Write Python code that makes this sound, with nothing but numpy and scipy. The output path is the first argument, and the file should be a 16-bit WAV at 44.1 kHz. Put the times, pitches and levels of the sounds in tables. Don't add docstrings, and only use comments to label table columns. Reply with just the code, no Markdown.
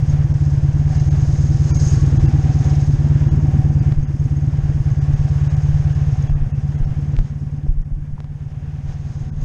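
import sys
import numpy as np
from scipy import signal
from scipy.fft import rfft, irfft
from scipy.io import wavfile
from scipy.ndimage import uniform_filter1d

SR = 44100
rng = np.random.default_rng(int(sys.argv[2]) if len(sys.argv) > 2 else 0)


def dump(signal):
    limited = np.clip(np.atleast_2d(signal).T, -1, 1)
    pcm = np.round(limited * 32767).astype(np.int16)
    wavfile.write(sys.argv[1], SR, pcm)


def field_ratio(decibels):
    return 10 ** (np.asarray(decibels, dtype=float) / 20)


N = 416304

# (time [s], firing rate [Hz])
IDLE_SPEED = [(0.0, 18.412), (0.23, 18.399), (0.53, 17.845), (1.07, 18.774), (1.8, 18.754), (2.03, 19.545),
              (2.79, 17.927), (3.55, 18.576), (4.22, 17.604), (4.52, 18.592), (5.01, 17.591), (5.05, 18.03),
              (5.98, 18.419), (6.29, 17.427), (6.61, 17.919), (8.37, 18.167), (9.01, 19.152), (9.44, 18.26)]
FIRST_TURN, POP_LEAD_S = -1.54, .0101
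WARM = SR // 4
# (resonance [Hz], width [Hz])
CHAMBERS = [(49, 26.4), (82, 61), (119, 46.7), (145, 11.85)]
# (resonance [Hz], width [Hz], level [dB])
TAILPIPE = [(187.9, 15, 2.5), (226.7, 18, 2), (256.7, 29, 1), (325.7, 27.3, 0), (381, 136, -13)]
# (frequency [Hz], density [dB per Hz])
CASE_NOISE = [(200, -13.5), (320, -17), (420, -18), (660, -22), (900, -25), (1250, -28.5), (1700, -27),
              (2600, -34.5), (3900, -38), (5500, -48.5), (9000, -71.5)]
# (resonance [Hz], width [Hz], level [dB])
PANELS = [(754.3, 48, -9), (1116, 36, -21.5), (1657, 200, -19), (478, 60, -17.5), (636, 12, -27),
          (595, 70, -19.5), (936, 90, -20.5), (2690, 1000, -23)]
# (time [s], half length [s], swell [dB])
PANEL_SWELLS = [
    [(1.95, .15, -4), (2.55, 0.4, 6), (3.65, 0.18, 4.5), (4.1, 0.16, -7), (7.3, .3, -1.5), (8.3, 0.25, 2)],
    [(1.95, 0.22, 8), (5.3, .4, 5.5)],
    [(.95, .06, 7.5), (1.9, .2, 5)],
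    [(2.2, .3, 6), (4.1, .4, 4.5)],
    [(3.552, .35, 12)],
    [(.8, 0.8, 7.5), (2.9, .1, 8)],
    [(.6, .2, 7.5), (3.4, .5, 8)],
    [(1.0, .1, 7.5), (1.9, .12, 6), (6.2, .5, 6.5), (8.7, .4, 8)],
]
# (frequency [Hz], density [dB per Hz])
INTAKE_HISS = [(2500, -57), (3800, -40.5), (4500, -35.5), (5000, -28.5), (5900, -31), (7200, -37),
               (8100, -41), (10500, -59), (14000, -83.5), (15000, -98)]
HOUSING_HZ, HOUSING_WIDTH_HZ, HOUSING_DB = 6454, 420, -4.5
RATTLE_DB, HISS_DB = -26.5, -39.5
RATTLE_PER_OPENING, HOUSING_PER_OPENING = 0.34, 0.7

# (time [s], exhaust level [dB], tailpipe level in line with the head [dB], case level [dB])
PLACE = [(0, -13.5, -22, -0.5), (.7, -14.5, -20, 0), (1.201, -13, -19.5, -0.5), (1.6, -13, -19.5, -2.5),
         (2.201, -11, -16, 0), (2.8, -14, -16.5, 0.5), (3.201, -12, -14.5, 0), (3.9, -13.5, -15.5, -0.5),
         (4.5, -14, -17, 0.5), (5.2, -14, -22.5, 1), (5.8, -13.5, -30, 0.5), (6.3, -16, -22.5, 2),
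         (7.0, -18, -17.5, 2.5), (7.6, -22, -14.5, 2), (8.3, -25, -19, 2.5), (8.9, -22.5, -24, 3),
         (9.44, -25.5, -15.5, 3)]
# (time [s], half length [s], opening [dB])
GLANCES = [(0.11, 0.037, 4.5), (0.455, 0.091, 2), (0.952, 0.053, 3.5), (1.502, 0.64, 5), (1.86, 0.15, 8.5),
           (2.717, 0.27, 5.5), (3.7, 0.63, -1), (5.404, 0.46, 1.5), (6.15, 0.16, 2), (6.448, 0.17, -2.5),
           (7.268, 0.067, 3.5), (7.848, .2, -3), (8.902, 0.031, 4), (9.147, 0.16, 6.5), (9.44, 0.051, 9)]
# (time [s], half length [s], extra facing [dB], negative turns away)
SHOULDER = [
    (6.6, .7, -7),
    (8.0, 0.46, 5.5),
    (1.4, 0.26, 3),
]
SHADE_HZ, SHADE_WIDTH_HZ, SHADE_DEPTH, SHADE_PER_OPENING = 4000, 1300, .4, -0.12
# (time [s], depth [dB])
DUCKS = [
    (3.929, -5),
    (6.29, -3.5),
    (7.2, -3.5),
    (7.69, -4.5),
]
DUCK_ATTACK_S, DUCK_RELEASE_S = .02, 0.69

# (time of widest swing [s], peak [dB], ring [Hz], direction [+-1])
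STEPS = [(2.014, -23, 32, -1), (2.209, -18, 41, 1), (2.957, -23, 37, -1), (3.34, -18, 26, 1),
         (3.984, -11, 26, -1), (4.64, -16, 32, -1), (5.139, -14, 35, -1), (5.736, -16, 29, -1),
         (6.327, -9, 33, 1), (6.423, -11, 27, -1), (6.824, -10, 27, -1), (7.193, -7, 32, 1),
         (7.704, -9, 26, 1), (7.79, -11, 27, 1), (7.937, -15, 33, 1), (8.13, -20, 18, 1),
         (8.286, -24, 34, -1), (8.882, -23, 27, 1), (9.233, -24, 31, 1), (9.357, -22, 31, -1),
         (9.423, -16, 30, -1)]
STEP_DECAY_S = .03
# (time [s], peak [dB], ring [Hz], decay [s], direction [+-1])
TOES = [
    (4.59, -21, 28, .02, 1),
    (5.205, -17, 27, .03, 1),
    (5.83, -23, 30, .02, 1),
    (6.9, -23, 14, .04, 1),
    (7.19, -15, 60, .008, 1),
    (7.69, -12, 50, .008, -1),
    (7.777, -19, 50, .008, -1),
    (7.924, -21, 50, .008, -1),
    (8.01, -22, 30, .02, 1),
]
# (time [s], peak [dB], ring [Hz], decay [ms], direction
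TICKS = [
    (3.923, -18, 60, 2, -1),
    (7.1663, -22, 2400, .3, -1),
    (7.1895, -14, 220, 1.2, 1),
    (7.632, -41, 3000, .3, 1),
    (7.795, -40, 2000, .3, 1),
    (8.2038, -23, 400, .5, 1),
    (8.244, -29, 700, .5, -1),
    (7.819, -44, 6000, .3, 1),
]
# (time [s], peak [dB], ring [Hz])
KNOCKS = [
    (6.297, -23, 750),
    (7.666, -23, 420),
    (7.906, -35, 600),
    (8.1795, -28, 950),
]
TICK_RISE_MS, KNOCK_RISE_MS, KNOCK_DECAY_MS = .03, .55, 2
# (time [s], peak [dB], pitch [Hz])
SQUEAKS = [(0.0952, -31, 6520), (1.505, -43, 6480), (1.6926, -39.5, 6490), (1.7709, -31.5, 6500),
           (1.8836, -26, 6490), (4.0287, -40.5, 6420), (4.1964, -39.5, 6440), (4.2532, -40.5, 6490),
           (4.3665, -37.5, 6490), (4.801, -45.5, 6330), (4.9125, -38, 6340), (5.6336, -37, 6390),
           (6.222, -39, 6610)]
SQUEAK_DECAY_S = .006
# (frequency [Hz], density [dB per Hz])
SELF_NOISE = [(2000, -7), (7000, -5), (9000, -2.5), (12000, -9), (14000, -15.5), (16000, -27.5)]
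SELF_NOISE_DB = -73
# (time [s], lowest lost [Hz], length [ms], depth [dB])
DROPOUTS = [(.332, 1000, 13, -13), (.991, 1300, 14, -14), (1.1, 1000, 14, -15), (1.729, 1000, 26, -40),
            (1.782, 1500, 12, -16), (2.188, 1800, 15, -18), (2.271, 1500, 14, -14), (3.3, 2200, 22, -15),
            (3.81, 2500, 21, -18), (4.065, 3500, 24, -16), (5.004, 2500, 20, -17), (5.153, 2300, 13, -19),
            (5.491, 2900, 16, -28), (5.558, 2500, 12, -18), (5.941, 1300, 13, -15), (6.285, 1000, 12, -18),
            (6.346, 1100, 15, -30), (6.53, 2300, 28, -26), (6.772, 1100, 11, -26), (6.861, 900, 14, -15),
            (7.841, 1300, 11, -18), (9.313, 1500, 20, -19)]
EDGE_HZ, EDGE_WANDER_HZ, EDGE_OPEN_SHARE = 13600, 450, .1


def level(x, db):
    return x * field_ratio(db) / np.sqrt(np.mean(x ** 2))


def ring(x, hz, width_hz):
    r = np.exp(-np.pi * width_hz / SR)
    poles = [1, -2 * r * np.cos(2 * np.pi * hz / SR), r * r]
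    return signal.lfilter([sum(poles)], poles, x)


def band(x, hz, width_hz):
    return signal.lfilter(*signal.iirpeak(hz, hz / width_hz, SR), x)


def band_noise(hz, width_hz, second_width_hz):
    return band(band(rng.standard_normal(N), hz, width_hz), hz, second_width_hz)


def coloured(table):
    hz, db = np.transpose(table)
    bins_hz = np.arange(1, N // 2 + 2) * SR / N
    shape = np.interp(np.log(bins_hz), np.log(hz), db, -120, -120)
    return level(irfft(rfft(rng.standard_normal(N)) * field_ratio(shape), N), 0)


def walk(rate):
    k = int(SR / rate)
    held = np.repeat(rng.standard_normal(N // k + 1), k)
    return 1.1 * uniform_filter1d(uniform_filter1d(held, k), k)[:N]


def swells(rows):
    t = np.arange(N) / SR
    return sum(db * np.exp(-((t - s) / half) ** 2) for s, half, db in rows)


def pops(turn):
    count = np.arange(-5, int(turn[-1]) + 1)
    timing, strength, fickle = rng.standard_normal((200, 3))[:len(count)].T
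    second = count % 2
    before = np.minimum(count - turn[0], 0) / (turn[1] - turn[0])
    at = WARM + before + np.searchsorted(turn, count) + (0.00042 * timing - POP_LEAD_S) * SR
    size = field_ratio(0.99 * second + 0.75 * strength)
    hunting = .08 + .42 * np.cos(np.pi / 3 * (count - 1)) + .2 * fickle
    back = np.where(second, hunting, 1.035 + 0.029 * fickle)
    out = np.zeros(WARM + N + SR)
    np.add.at(out, at.astype(int), size)
    np.add.at(out, (at + 0.012926 * SR).astype(int), size * back)
    return out[:WARM + N]


def exhaust(pulses):
    flow = signal.lfilter([1, -2, 1], 1, pulses)
    for hz, width_hz in CHAMBERS:
        flow = ring(flow, hz, width_hz)
    return level(flow[WARM:], 0)


def bark(pulses, away_db):
    front = np.roll(pulses, int(0.00801 * SR))[WARM:]
    puff = (level(ring(np.abs(front), 18, 70), 0) + .5) * rng.standard_normal(N)
    drive = ring(level(front, 0) + level(puff, -0.08), 420, 1000)
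    out = np.zeros(N)
    for k, (hz, width_hz, db) in enumerate(TAILPIPE):
        beam = field_ratio(db + 1.2 * away_db * np.log2(hz / 270))
        out += (-1) ** k * beam * band(drive, hz, width_hz)
    return level(out, 0)


def rattle(turn):
    out = coloured(CASE_NOISE) * field_ratio(1.0 * np.cos(4 * np.pi * turn) + 1.1 * walk(25))
    for (hz, width_hz, db), facing in zip(PANELS, PANEL_SWELLS):
        panel = band_noise(hz, width_hz, 2 * width_hz)
        out = out + level(panel, db) * field_ratio(1.3 * np.tanh(walk(16)) + swells(facing))
    return level(out, 0)


def hiss(turn, open_db):
    valve = 1 + .5 * np.exp(-((turn + 0.29) % 1) / 0.13)
    air = coloured(INTAKE_HISS) * field_ratio(1.7 * walk(59))
    housing = level(band_noise(HOUSING_HZ, HOUSING_WIDTH_HZ, 2 * HOUSING_WIDTH_HZ), HOUSING_DB)
    housing = housing * field_ratio(1.5 * walk(30) + HOUSING_PER_OPENING * open_db)
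    return level(valve * (air + housing), 0)


def shade(x, open_db):
    depth = np.clip(SHADE_DEPTH + SHADE_PER_OPENING * open_db, 0, .9)
    return x - depth * band(x, SHADE_HZ, SHADE_WIDTH_HZ)


def motorcycle(near_db, bark_db, cases_db, open_db):
    t = np.arange(N) / SR
    turn = FIRST_TURN + np.cumsum(np.interp(t, *np.transpose(IDLE_SPEED))) / SR
    pulses = pops(turn)
    away_db = uniform_filter1d(near_db, size=SR) + 13 + swells(SHOULDER)
    rattle_db = RATTLE_DB + RATTLE_PER_OPENING * open_db + cases_db
    bike = exhaust(pulses) + field_ratio(bark_db) * bark(pulses, away_db)
    bike = bike + field_ratio(rattle_db) * rattle(turn)
    bike = bike + field_ratio(HISS_DB + open_db) * hiss(turn, open_db)
    return shade(bike, open_db)


def footfalls():
    out, t = np.zeros(N + SR), np.arange(-SR // 10, SR // 4) / SR
    heels = [(s, db, hz, STEP_DECAY_S, way) for s, db, hz, way in STEPS]
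    for s, db, hz, decay, way in heels + TOES:
        envelope = np.exp(-(t / np.where(t < 0, min(.018, decay), decay)) ** 2)
        swing = envelope * np.cos(2 * np.pi * hz * t)
        out[int((s + t[0]) * SR):][:len(t)] += field_ratio(db + 1.0) * way * swing
    return out[:N]


def ticks():
    out, t_ms = np.zeros(N + SR), np.arange(1024) / SR * 1000
    hard = [row + (TICK_RISE_MS,) for row in TICKS]
    soft = [row + (KNOCK_DECAY_MS, 1, KNOCK_RISE_MS) for row in KNOCKS]
    for s, db, hz, decay_ms, way, rise_ms in hard + soft:
        envelope = (1 - np.exp(-t_ms / rise_ms)) ** 2 * np.exp(-t_ms / decay_ms)
        tick = envelope * np.cos(2 * np.pi * hz * t_ms / 1000)
        out[int(s * SR):][:len(t_ms)] += field_ratio(db) * way * tick
    return ring(ring(out[:N], 6000, 7000), 6000, 9000)


def squeaks():
    out, t = np.zeros(N + SR), np.arange(2048) / SR
    envelope = (1 - np.exp(-t / .002)) * np.exp(-t / SQUEAK_DECAY_S)
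    for s, db, hz in SQUEAKS:
        out[int(s * SR):][:len(t)] += field_ratio(db) * envelope * np.sin(2 * np.pi * hz * t)
    return out[:N]


def breeze():
    return level(band_noise(28, 30, 40), -17) * field_ratio(3 * walk(5))


def self_noise(near_db):
    return level(coloured(SELF_NOISE), SELF_NOISE_DB) * field_ratio(0.45 * (near_db + 22) + 1.5 * walk(17))


def gain_control(t):
    duck_db = np.zeros(N)
    for s, db in DUCKS:
        after = np.maximum(t - s, 0)
        duck_db += db * (1 - np.exp(-after / DUCK_ATTACK_S)) * np.exp(-after / DUCK_RELEASE_S)
    return duck_db


def scene():
    t = np.arange(N) / SR
    s, *columns = np.transpose(PLACE)
    place_db, bark_db, cases_db = (np.interp(t, s, c) for c in columns)
    near_db, open_db = place_db + gain_control(t), swells(GLANCES)
    outside = motorcycle(near_db, bark_db, cases_db, open_db) + breeze()
    mount = footfalls() + ticks() + squeaks()
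    return (outside * field_ratio(near_db) + mount + self_noise(near_db))[None]


def treble_dropouts(x):
    hz, t, frames = signal.stft(x, SR, nperseg=512, noverlap=448)
    spared = rng.random((len(DROPOUTS), len(hz))) < 230 / (hz + 600)
    spared |= np.abs(hz - HOUSING_HZ) < 100
    for (s, lo_hz, ms, db), kept in zip(DROPOUTS, spared):
        gate, longer = (np.clip(2.5 - 4 * np.abs(t - s) / (span / 1000), 0, 1) for span in (ms, ms + 12))
        loss_db = np.outer((hz > lo_hz) * ~kept * db, gate)
        lift_db = np.outer((hz > lo_hz) * kept * np.where(hz < 6000, 9, 3), longer)
        frames = frames * field_ratio(loss_db + lift_db)
    luck = np.repeat(rng.random((len(t) // 16 + 1, 2)), 16, axis=0)[:len(t)].T
    edge = EDGE_HZ + EDGE_WANDER_HZ * 2 * (luck[0] - .5) + 2500 * (luck[1] < EDGE_OPEN_SHARE)
    frames = frames * (hz[:, None] < edge)
    return signal.istft(frames, SR, nperseg=512, noverlap=448)[1][..., :N]


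def band_limit(x):
    return signal.sosfilt(signal.butter(12, 16000, fs=SR, output="sos"), x)


def record(dry):
    rounded = np.tanh(.8 * dry) / .8
    return band_limit(treble_dropouts(rounded))


dry = scene()
out = record(dry)
dump(out)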